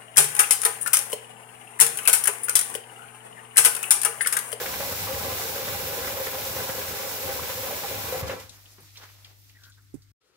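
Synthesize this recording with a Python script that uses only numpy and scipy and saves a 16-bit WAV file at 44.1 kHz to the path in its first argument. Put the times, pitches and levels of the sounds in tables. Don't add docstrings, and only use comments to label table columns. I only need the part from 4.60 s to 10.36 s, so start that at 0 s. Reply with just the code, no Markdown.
import sys
import numpy as np
from scipy import signal
from scipy.fft import rfft, irfft
from scipy.io import wavfile
from scipy.ndimage import uniform_filter1d

SR = 44100
rng = np.random.default_rng(int(sys.argv[2]) if len(sys.argv) > 2 else 0)


def generate_wav(signal):
    frames = np.transpose(np.atleast_2d(signal))
    scaled = np.clip(frames, -1, 1) * 32767
    pcm = np.round(scaled).astype(np.int16)
    wavfile.write(sys.argv[1], SR, pcm)


def boost(x):
    u = np.asarray(x, float) / 20
    return 10 ** u


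N = 254016
t = np.arange(N) / SR

# pitch in Hz, relative level in dB, t60 in seconds.
BASIN_MODES = [(344.7, -15, 0.06), (401.5, -8, 0.087), (438, -10, 0.051), (468, -3.5, 0.056),
               (526, -2.5, 0.075), (562, -3, 0.034), (664, -12, 0.03), (761, -7, 0.047), (820, -7.5, 0.033),
               (955, -17.5, 0.078), (1013, -9, 0.075), (1128, -12.5, 0.056), (1341, -12.5, 0.066),
               (1512, -11, 0.089), (1683, -11, 0.075), (1973, -9.5, 0.11), (2080, -12, 0.033),
               (2405, -8, 0.074)]
# pitch in Hz, relative level in dB, t60 in seconds.
CABINET_MODES = [(75.4, -5.5, 0.26), (100.5, -2.5, 0.18), (130, -6.5, 0.052), (173.5, -7, 0.083),
                 (243.4, -8, 0.048), (301, -11, 0.14)]
# start in seconds, level in dB, pitch in Hz, splash against the plop in dB.
SLUG_HITS = [(0.009, -30, 490, -24), (0.057, -26.5, 525, -0.5), (0.137, -35, 534, 6),
             (0.203, -23.5, 560, -7), (0.224, -27, 825, -13), (0.291, -26.5, 484, -20),
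             (0.321, -29, 565, -4), (0.439, -34, 763, -2.5), (0.484, -29.5, 517, -2),
             (0.648, -34, 536, -14), (0.689, -35, 530, -13), (0.72, -25.5, 519, -16),
             (0.794, -27.5, 747, -15), (0.85, -30, 462, -13), (0.888, -35, 468, -1.5),
             (0.959, -26.5, 516, -11), (0.979, -33, 468, -12), (1.009, -30, 570, -13), (1.049, -35, 452, 0),
             (1.078, -29.5, 484, 0), (1.144, -29.5, 803, -7), (1.196, -33.5, 468, -1),
             (1.269, -31.5, 517, -11), (1.329, -26, 533, -14.5), (1.378, -32, 480, -13),
             (1.442, -36, 535, -7), (1.472, -29, 547, -0.5), (1.532, -29, 585, -18), (1.567, -26, 525, -8),
             (1.599, -32, 540, -2), (1.667, -28, 455, 1), (1.741, -29.5, 759, -4.5),
             (1.78, -28.5, 585, -9.5), (1.869, -35, 533, -12.5), (1.962, -28, 538, -8),
             (2.039, -36, 526, -6), (2.09, -26.5, 525, -2), (2.116, -41, 534, -6), (2.213, -32.5, 565, 2.5),
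             (2.335, -43, 495, -1.5), (2.393, -29, 535, -10.5), (2.431, -25.5, 545, -9.5),
             (2.47, -29, 535, -14), (2.539, -30.5, 547, -21), (2.633, -32.5, 540, -7),
             (2.689, -27.5, 505, -8.5), (2.753, -24, 504, -17), (2.83, -29.5, 536, -5.5),
             (2.895, -29, 532, -3.5), (2.975, -27, 514, -13), (3.032, -30, 540, -4), (3.072, -33, 755, -2),
             (3.102, -28.5, 759, -7), (3.124, -25.5, 577, -17), (3.234, -25, 813, -9),
             (3.311, -23, 538, -25), (3.483, -32, 522, -23), (3.523, -22.5, 507, -14),
             (3.539, -26.5, 522, -13), (3.55, -28, 486, -17), (3.576, -33.5, 537, -15),
             (3.63, -23, 522, -10.5), (3.694, -23.5, 528, -3.5), (3.714, -26.5, 493, -7),
             (3.734, -30, 496, -11.5)]
# crest in seconds, force in dB.
JET_SURGES = [(0.0, -37.5), (0.7, -55), (0.97, -46), (1.58, -42.5), (2.0, -37.5), (2.68, -42), (3.1, -41),
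              (3.545, -38), (3.72, -40.5)]
# frequency in Hz, relative level in dB per Hz.
SPRAY_COLOUR = [(350, -2.5), (600, -4.5), (800, -0.5), (1170, -7.5), (1500, -3.5), (2800, -4), (5500, -3.5),
                (8900, -7.5), (12500, -3.5), (14500, -0.5), (17000, -2)]
# centre in Hz, width in Hz, share removed (0 to 1).
ECHO_GAPS = [(1847, 82, 0.94), (3110, 330, 0.19), (4630, 830, 0.26), (6220, 170, 0.65), (9040, 1300, 0.31)]
# crest in seconds, level in dB.
SPOUT_SPURTS = [(3.68, -30), (3.712, -32), (3.8, -38.5), (3.895, -60)]
# pitch in Hz, level in dB rms midway between the sides.
MAINS_HUM = [(50, -72.5), (100.3, -58), (150, -81)]
# frequency in Hz, relative level in dB per Hz.
KITCHEN_COLOUR = [(15, -38), (28, -6), (50, -10), (100, -11), (130, -17), (185, -27), (285, -14),
                  (600, -46), (900, -39.5), (1350, -25.5), (2100, -31), (2900, -46.5), (8000, -30.5),
                  (16500, -63)]
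# start in seconds, peak in dB.
VALVE_THUD = [(3.614, -26.5)]
# frequency in Hz, relative level in dB per Hz.
FIZZ_COLOUR = [(1060, -72), (1800, -5), (2980, -7), (3540, -4), (5540, -2.5), (8910, -9.5), (12800, -3.5),
               (16000, -5)]
# frequency in Hz, relative level in dB per Hz.
GURGLE_COLOUR = [(200, -10), (350, -5.5), (700, -2), (1400, -2.5), (2100, -4.5), (3200, -6.5)]
# crest in seconds, gurgle in dB, fizz in dB, build-up in seconds.
TRAP_GULPS = [(3.822, -37, -37, 0.012), (3.931, -55, -72, 0.023), (4.185, -52.5, -70, 0.0047),
              (4.225, -55, -55.5, .01), (4.39, -53, -52, 0.023), (4.415, -51, -61, .015),
              (4.435, -49.5, -53, 0.02), (4.455, -59, -57.5, .01), (4.49, -58, -62, .01),
              (4.545, -62, -70, .01), (4.655, -61, -64, .004), (4.71, -56, -62.5, 0.025),
              (4.895, -66, -62, .004), (5.064, -88, -58.5, 0.14), (5.346, -61, -65, 0.0065),
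              (5.428, -82, -61, .01)]
# start in seconds, peak in dB, pitch in Hz, left minus right in dB.
DRIP_HITS = [(3.8008, -41, 6800, 2), (3.8935, -35, 4000, 6), (3.8932, -38, 7000, 6), (4.057, -41, 3010, 2),
             (4.181, -51, 1100, 2), (4.2043, -45, 9140, 3), (4.356, -41, 2700, -3), (4.366, -43, 2500, -3),
             (4.3713, -36, 4140, -8), (4.376, -45, 5900, -6), (4.417, -50, 1500, 0), (4.432, -46, 950, 0),
             (4.4894, -45, 2190, -1.5), (4.645, -38, 3250, 5), (4.647, -42, 4900, 5), (4.65, -45, 2350, -1),
             (4.8915, -50, 4600, 0), (4.8965, -47, 2700, -1), (5.035, -42, 4020, 6), (5.05, -48, 3750, 6),
             (5.0968, -49, 6850, 8), (5.1194, -46, 3930, 1), (5.14, -51, 3800, 1), (5.3414, -50, 7620, -14),
             (5.42, -50, 4670, -5)]
# start in seconds, peak in dB, pitch in Hz, t60 in seconds, left minus right in dB.
KNOCK_HITS = [(4.18, -49, 382, .09, 2), (4.199, -56, 480, .08, 2), (4.208, -55, 150, .25, 2),
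              (4.222, -60, 330, .1, 2), (4.252, -61, 300, .1, 2), (5.3412, -37, 262, .013, -26),
              (5.3487, -40, 280, .025, -26), (5.362, -56, 140, .15, -26), (5.365, -68, 420, .08, -26)]
# crest in seconds, level in dB.
PIPE_TRICKLES = [(4.955, -57), (4.97, -59), (4.995, -62), (5.02, -59), (5.036, -58), (5.053, -61),
                 (5.07, -57), (5.085, -58), (5.103, -63), (5.183, -62), (5.195, -64)]
# crest in seconds, level in dB.
FAINT_NOTES = [(5.325, -78), (5.37, -75), (5.45, -76)]
# frequency in Hz, relative level in dB per Hz.
NEXT_AIR_COLOUR = [(24, -51.5), (40, -14), (256, -22), (320, -12), (529, -13.5), (663, -24), (1180, -22),
                   (1300, -13.5), (1520, -24), (4340, -22.5), (16000, -39)]

EMPTY_S = 3.751


def level(x, db):
    return x * boost(db) / np.sqrt(np.mean(x ** 2))


def after(s):
    return np.maximum(t - s, 0)


def walk(rate):
    hold = int(SR / rate)
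    steps = np.repeat(rng.standard_normal(N // hold + 1), hold)
    return 1.644 * uniform_filter1d(uniform_filter1d(steps, hold), hold)[:N]


def swell(events, rise_s, fall_s):
    rises = np.broadcast_to(rise_s, len(events))
    power = 0
    for (s, db), rise in zip(events, rises):
        time_constants = np.where(t < s, (s - t) / rise, (t - s) / fall_s)
        power = power + boost(2 * db) * np.exp(-2 * time_constants)
    return np.sqrt(power)


def droplets(rate, spread_db, channels=2):
    hit = rng.random((channels, N)) < rate / SR
    size_db = np.minimum(spread_db * rng.exponential(size=(channels, N)), 9)
    return hit * rng.standard_normal((channels, N)) * boost(size_db)


def hiss(spectrum, source, flicker_db, rate):
    hz = np.maximum(np.fft.rfftfreq(N, 1 / SR), 1)
    points = np.array(spectrum)
    colour_db = np.interp(np.log(hz), np.log(points[:, 0]), points[:, 1], left=-150)
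    coloured = rfft(source) * boost(colour_db)
    band, out = np.log(hz / points[0, 0]), 0
    for k in range(int(np.log(points[-1, 0] / points[0, 0])) + 2):
        share = np.cos(np.pi / 2 * np.clip(band - k, -1, 1)) ** 2
        out = out + irfft(coloured * share, N) * boost(flicker_db * walk(rate))
    return level(out, 0)


def ring(modes, length_s=.4):
    s = np.arange(int(length_s * SR)) / SR
    out = 0
    for k, (hz, db, t60) in enumerate(modes):
        strength = (-1) ** k * boost(db) * np.sqrt(1 / t60)
        out = out + strength * np.sin(2 * np.pi * hz * s) * boost(-60 * s / t60)
    return out


def room(x):
    t60_s, tail_db = 0.18, -6.5
    s = np.arange(int(.4 * SR)) / SR
    tail = rng.standard_normal((2, len(s))) * boost(-60 * s / t60_s) * (s > .002)
    tail = tail / np.sqrt(np.sum(tail ** 2, axis=1, keepdims=True))
    stereo = np.atleast_2d(x) * np.ones((2, 1))
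    return x + boost(tail_db) * signal.fftconvolve(stereo, tail, axes=1)[:, :N]


def place(events, shape):
    out = np.zeros((2, N + SR))
    for s, db, hz, t60, pan_db in events:
        sound = shape(np.arange(int(.25 * SR)) / SR, hz, max(t60, .01))
        gain = boost(db + np.array([[.5], [-.5]]) * pan_db)
        start = int(s * SR)
        out[:, start:start + len(sound)] += sound / np.abs(sound).max() * gain
    return out[:, :N]


def whistle(hz, width_hz):
    sway = uniform_filter1d(rng.standard_normal((2, N)), size=int(SR / width_hz))
    phase = 2 * np.pi * np.cumsum(hz * np.ones(N)) / SR
    return level(sway[0] * np.sin(phase) + sway[1] * np.cos(phase), 0)


def basin(force):
    bend, share_wander_db = .008, 1.3
    out = 0
    for k, (hz, db, t60) in enumerate(BASIN_MODES):
        turn = np.exp(2j * np.pi * np.cumsum(hz * (1 + bend * walk(9))) / SR)
        share_db = db + 1.5 * walk(60) + share_wander_db * walk(14)
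        share = (-1) ** k * boost(share_db) / np.sqrt(t60)
        decay = boost(-60 / (t60 * SR))
        out = out + np.imag(turn * signal.lfilter([1], [1, -decay], force * share / turn))
    return out


def drumming():
    force_db, wander_db, fall_db_s = -44.5, .6, -170
    steel_db = -40
    beats = droplets(1500, 3.44, channels=3) * boost(0.8 * walk(90))
    force = level(uniform_filter1d(beats[:1] + 0.38 * beats[1:], size=12), 0)
    steady = boost(force_db + wander_db * walk(7.27))
    strength = np.hypot(steady, swell(JET_SURGES, .025, .035))
    return boost(steel_db) * basin(force * strength * boost(fall_db_s * after(EMPTY_S)))


def slugs():
    plop_t60_s, plop_rise_s, splash_t60_s = 0.078, 0.002, 0.075
    out, s = np.zeros((2, N)), np.arange(int(.1 * SR)) / SR
    bright = signal.butter(2, [750, 2300], "band", fs=SR, output="sos")
    for when, db, hz, splash_db in SLUG_HITS:
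        chance = rng.standard_normal((3, len(s)))
        rough = 1 + 0.32 * uniform_filter1d(chance[0], size=200) * np.sqrt(200)
        plop = rough * np.sin(2 * np.pi * hz * s) * boost(-60 * s / plop_t60_s)
        splash = level(signal.sosfilt(bright, 0.58 * chance[1:] + chance[0]), splash_db)
        splash = splash * boost(-60 * s / splash_t60_s)
        start = int(when * SR)
        out[:, start:start + len(s)] += boost(db) * (plop + splash) * (1 - np.exp(-s / plop_rise_s))
    return out


def cabinet_boom():
    boom_db, wander_db, fall_db_s = -44.5, 1.3, -100
    shakes = droplets(400, 3.3, channels=3)
    shakes = shakes[:1] + 0.64 * shakes[1:]
    boom = level(signal.fftconvolve(shakes, ring(CABINET_MODES)[None], axes=1)[:, :N], 0)
    boom = boom * boost(boom_db + wander_db * walk(10.12) + fall_db_s * after(EMPTY_S))
    return boom * boost(np.array([[1.5], [-1.5]]))


def bubbles(per_s, low_hz, high_hz, cycles):
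    out, when = np.zeros((2, N)), rng.random((2, N))
    pitches = np.geomspace(low_hz, high_hz, num=9)
    s = np.arange(int(.03 * SR)) / SR
    born = np.flatnonzero(when[0] < per_s / SR)
    kind = (when[1, born] * len(pitches)).astype(int)
    for k, hz in enumerate(pitches):
        starts = np.zeros((2, N))
        starts[:, born[kind == k]] = rng.standard_normal((2, np.sum(kind == k)))
        grain = np.sin(2 * np.pi * hz * s * (1 + 0.0191 * hz * s)) * np.exp(-s * hz / cycles)
        out += signal.oaconvolve(starts, grain[None], axes=1)[:, :N]
    return level(out, 0)


def spray():
    full_db, bubbles_db = -29, -15.5
    arm_s, arm_db = 2.08, -1.5
    lever_s, lever_db_s, shut_fall_s = 3.47, -14, 0.0046
    spout_db, spout_fall_db_s = -37, -110
    slow_water_hz = 8100
    source = rng.standard_normal((2, N)) + 0.49 * level(droplets(2500, 3.7), 0)
    water = hiss(SPRAY_COLOUR, source * boost(0.1 * walk(12) + 0.5 * walk(60)), 0.52, 15)
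    water = water + boost(bubbles_db) * bubbles(400, 902, 7010, 5.5)
    jet_on = boost(full_db + arm_db * (t > arm_s) + lever_db_s * after(lever_s))
    jet_on = jet_on * np.exp(-after(VALVE_THUD[0][0]) / shut_fall_s)
    spout = boost(spout_db + spout_fall_db_s * after(EMPTY_S))
    dribble = np.hypot(spout, swell(SPOUT_SPURTS, .012, .025))
    dull = signal.lfilter(*signal.butter(1, slow_water_hz, fs=SR), water)
    water = water * jet_on + dull * dribble * (1 - jet_on / jet_on.max())
    for hz, width_hz, share in ECHO_GAPS:
        water = water - share * signal.lfilter(*signal.iirpeak(hz, hz / width_hz, fs=SR), water)
    return water


def kitchen():
    hum = 0
    for hz, db in MAINS_HUM:
        tone = np.sin(2 * np.pi * hz * t + 0.14 * walk(27.0))
        hum = hum + np.sqrt(2) * boost(db + 1.1 * walk(3.4)) * tone
    source = rng.standard_normal((2, N)) + .4 * rng.standard_normal(N)
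    rumble = hiss(KITCHEN_COLOUR, source, 1.0, 6.9)
    return hum * boost(np.array([[3.], [-3.]])) + rumble * boost(-65.5)


def valve():
    s, db = VALVE_THUD[0]
    thud = np.convolve(ring(CABINET_MODES), np.hanning(260))
    out = np.zeros(N)
    start = int(s * SR)
    out[start:start + len(thud)] = thud / np.abs(thud).max() * boost(db)
    return out


def foam():
    drain_s, dry_s, gulp_fall_s = 3.79, 4.52, 0.028
    fizz_db, fizz_rise_db_s, fizz_dry_db_s = -55, 1.5, -16.5
    gurgle_db, gurgle_dry_db_s = -64.5, -19
    fade = np.minimum(after(drain_s) / 0.15, 1)
    gulps = np.array(TRAP_GULPS)
    build_up = gulps[:, -1]
    steady_fizz = boost(fizz_db + fizz_rise_db_s * after(drain_s) + fizz_dry_db_s * after(dry_s))
    steady_gurgle = boost(gurgle_db + gurgle_dry_db_s * after(dry_s))
    fizz_source = rng.standard_normal((2, N)) + .5 * level(droplets(1800, 8.5), 0)
    fizz = hiss(FIZZ_COLOUR, fizz_source, 1.5, 29)
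    fizz = fizz * np.hypot(steady_fizz, swell(gulps[:, 0:3:2], build_up, gulp_fall_s))
    gurgle_source = rng.standard_normal((2, N)) + .7 * level(droplets(1500, 4, channels=1), 0)
    gurgle = hiss(GURGLE_COLOUR, gurgle_source, 2.2, 24)
    gurgle = gurgle * np.hypot(steady_gurgle, swell(gulps[:, :2], build_up, gulp_fall_s))
    return fade * (fizz + gurgle)


def drips():
    splash_t60_s, ring_t60_s, splash_db = .075, .025, -5

    def drop(s, hz, t60):
        rough = 1 + 0.5 * uniform_filter1d(rng.standard_normal(len(s)), size=40) * np.sqrt(40)
        bubble = rough * np.sin(2 * np.pi * hz * s * (1 + 1.0 * s))
        around = signal.butter(2, [hz / 1.25, min(hz * 1.5, 15000)], "band", fs=SR, output="sos")
        splash = signal.sosfilt(around, rng.standard_normal(len(s)))
        tail = boost(splash_db - 60 * s / t60) * splash / splash.std()
        return (bubble * boost(-60 * s / ring_t60_s) + tail) * np.minimum(s / 0.001, 1)
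    return place([(s, db, hz, splash_t60_s, pan_db) for s, db, hz, pan_db in DRIP_HITS], drop)


def knocks():
    def knock(s, hz, t60):
        body = np.sin(2 * np.pi * hz * s) + .6 * np.sin(2 * np.pi * .5 * hz * s)
        return body * boost(-60 * s / t60) * (1 - np.exp(-(s / .0045) ** 2))
    return place(KNOCK_HITS, knock)


def trickle():
    pipe_s, start_hz, end_hz, sag_s, faint_hz = 4.975, 1920, 1500, .02, 2110
    note_hz = end_hz + (start_hz - end_hz) * np.exp(-after(pipe_s) / sag_s)
    song = whistle(note_hz, 220) + .5 * whistle(note_hz, 700)
    song = song * swell(PIPE_TRICKLES, .006, .012) * boost(1.5 * walk(70))
    return song + whistle(faint_hz, 140) * swell(FAINT_NOTES, .015, .04)


def next_room():
    start_s, fade_s, air_db, rise_db_s = 5.6, 0.016, -72, 52
    fade = np.minimum(after(start_s) / fade_s, 1) ** 2
    side_db = np.array([[2.5], [-2.5]])
    gain = fade * boost(side_db + air_db + rise_db_s * after(start_s + fade_s))
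    source = rng.standard_normal((2, N)) + rng.standard_normal(N)
    return hiss(NEXT_AIR_COLOUR, source, 1.1, 37) * gain


def scene():
    cut_s = 5.518
    remnant = boost(-46.0) * (t < cut_s + .03)
    before_cut = np.clip((cut_s - t) / 0.00099, remnant, 1)
    echoing = room(drumming() + slugs() + drips() + valve())
    near = cabinet_boom() + spray() + foam() + trickle() + knocks() + kitchen()
    return (echoing + near) * before_cut + next_room()


def band_limit(x):
    return signal.sosfilt(signal.butter(12, 15740, fs=SR, output="sos"), x)


def record(dry):
    late = np.array([np.roll(dry[0], shift=4), dry[1]])
    thin = signal.sosfilt(signal.butter(2, 45, "high", fs=SR, output="sos"), late)
    capped = signal.sosfilt(signal.ellip(14, .3, 80, 15740, fs=SR, output="sos"), thin)
    return band_limit(capped)


dry = scene()
out = record(dry)
generate_wav(out)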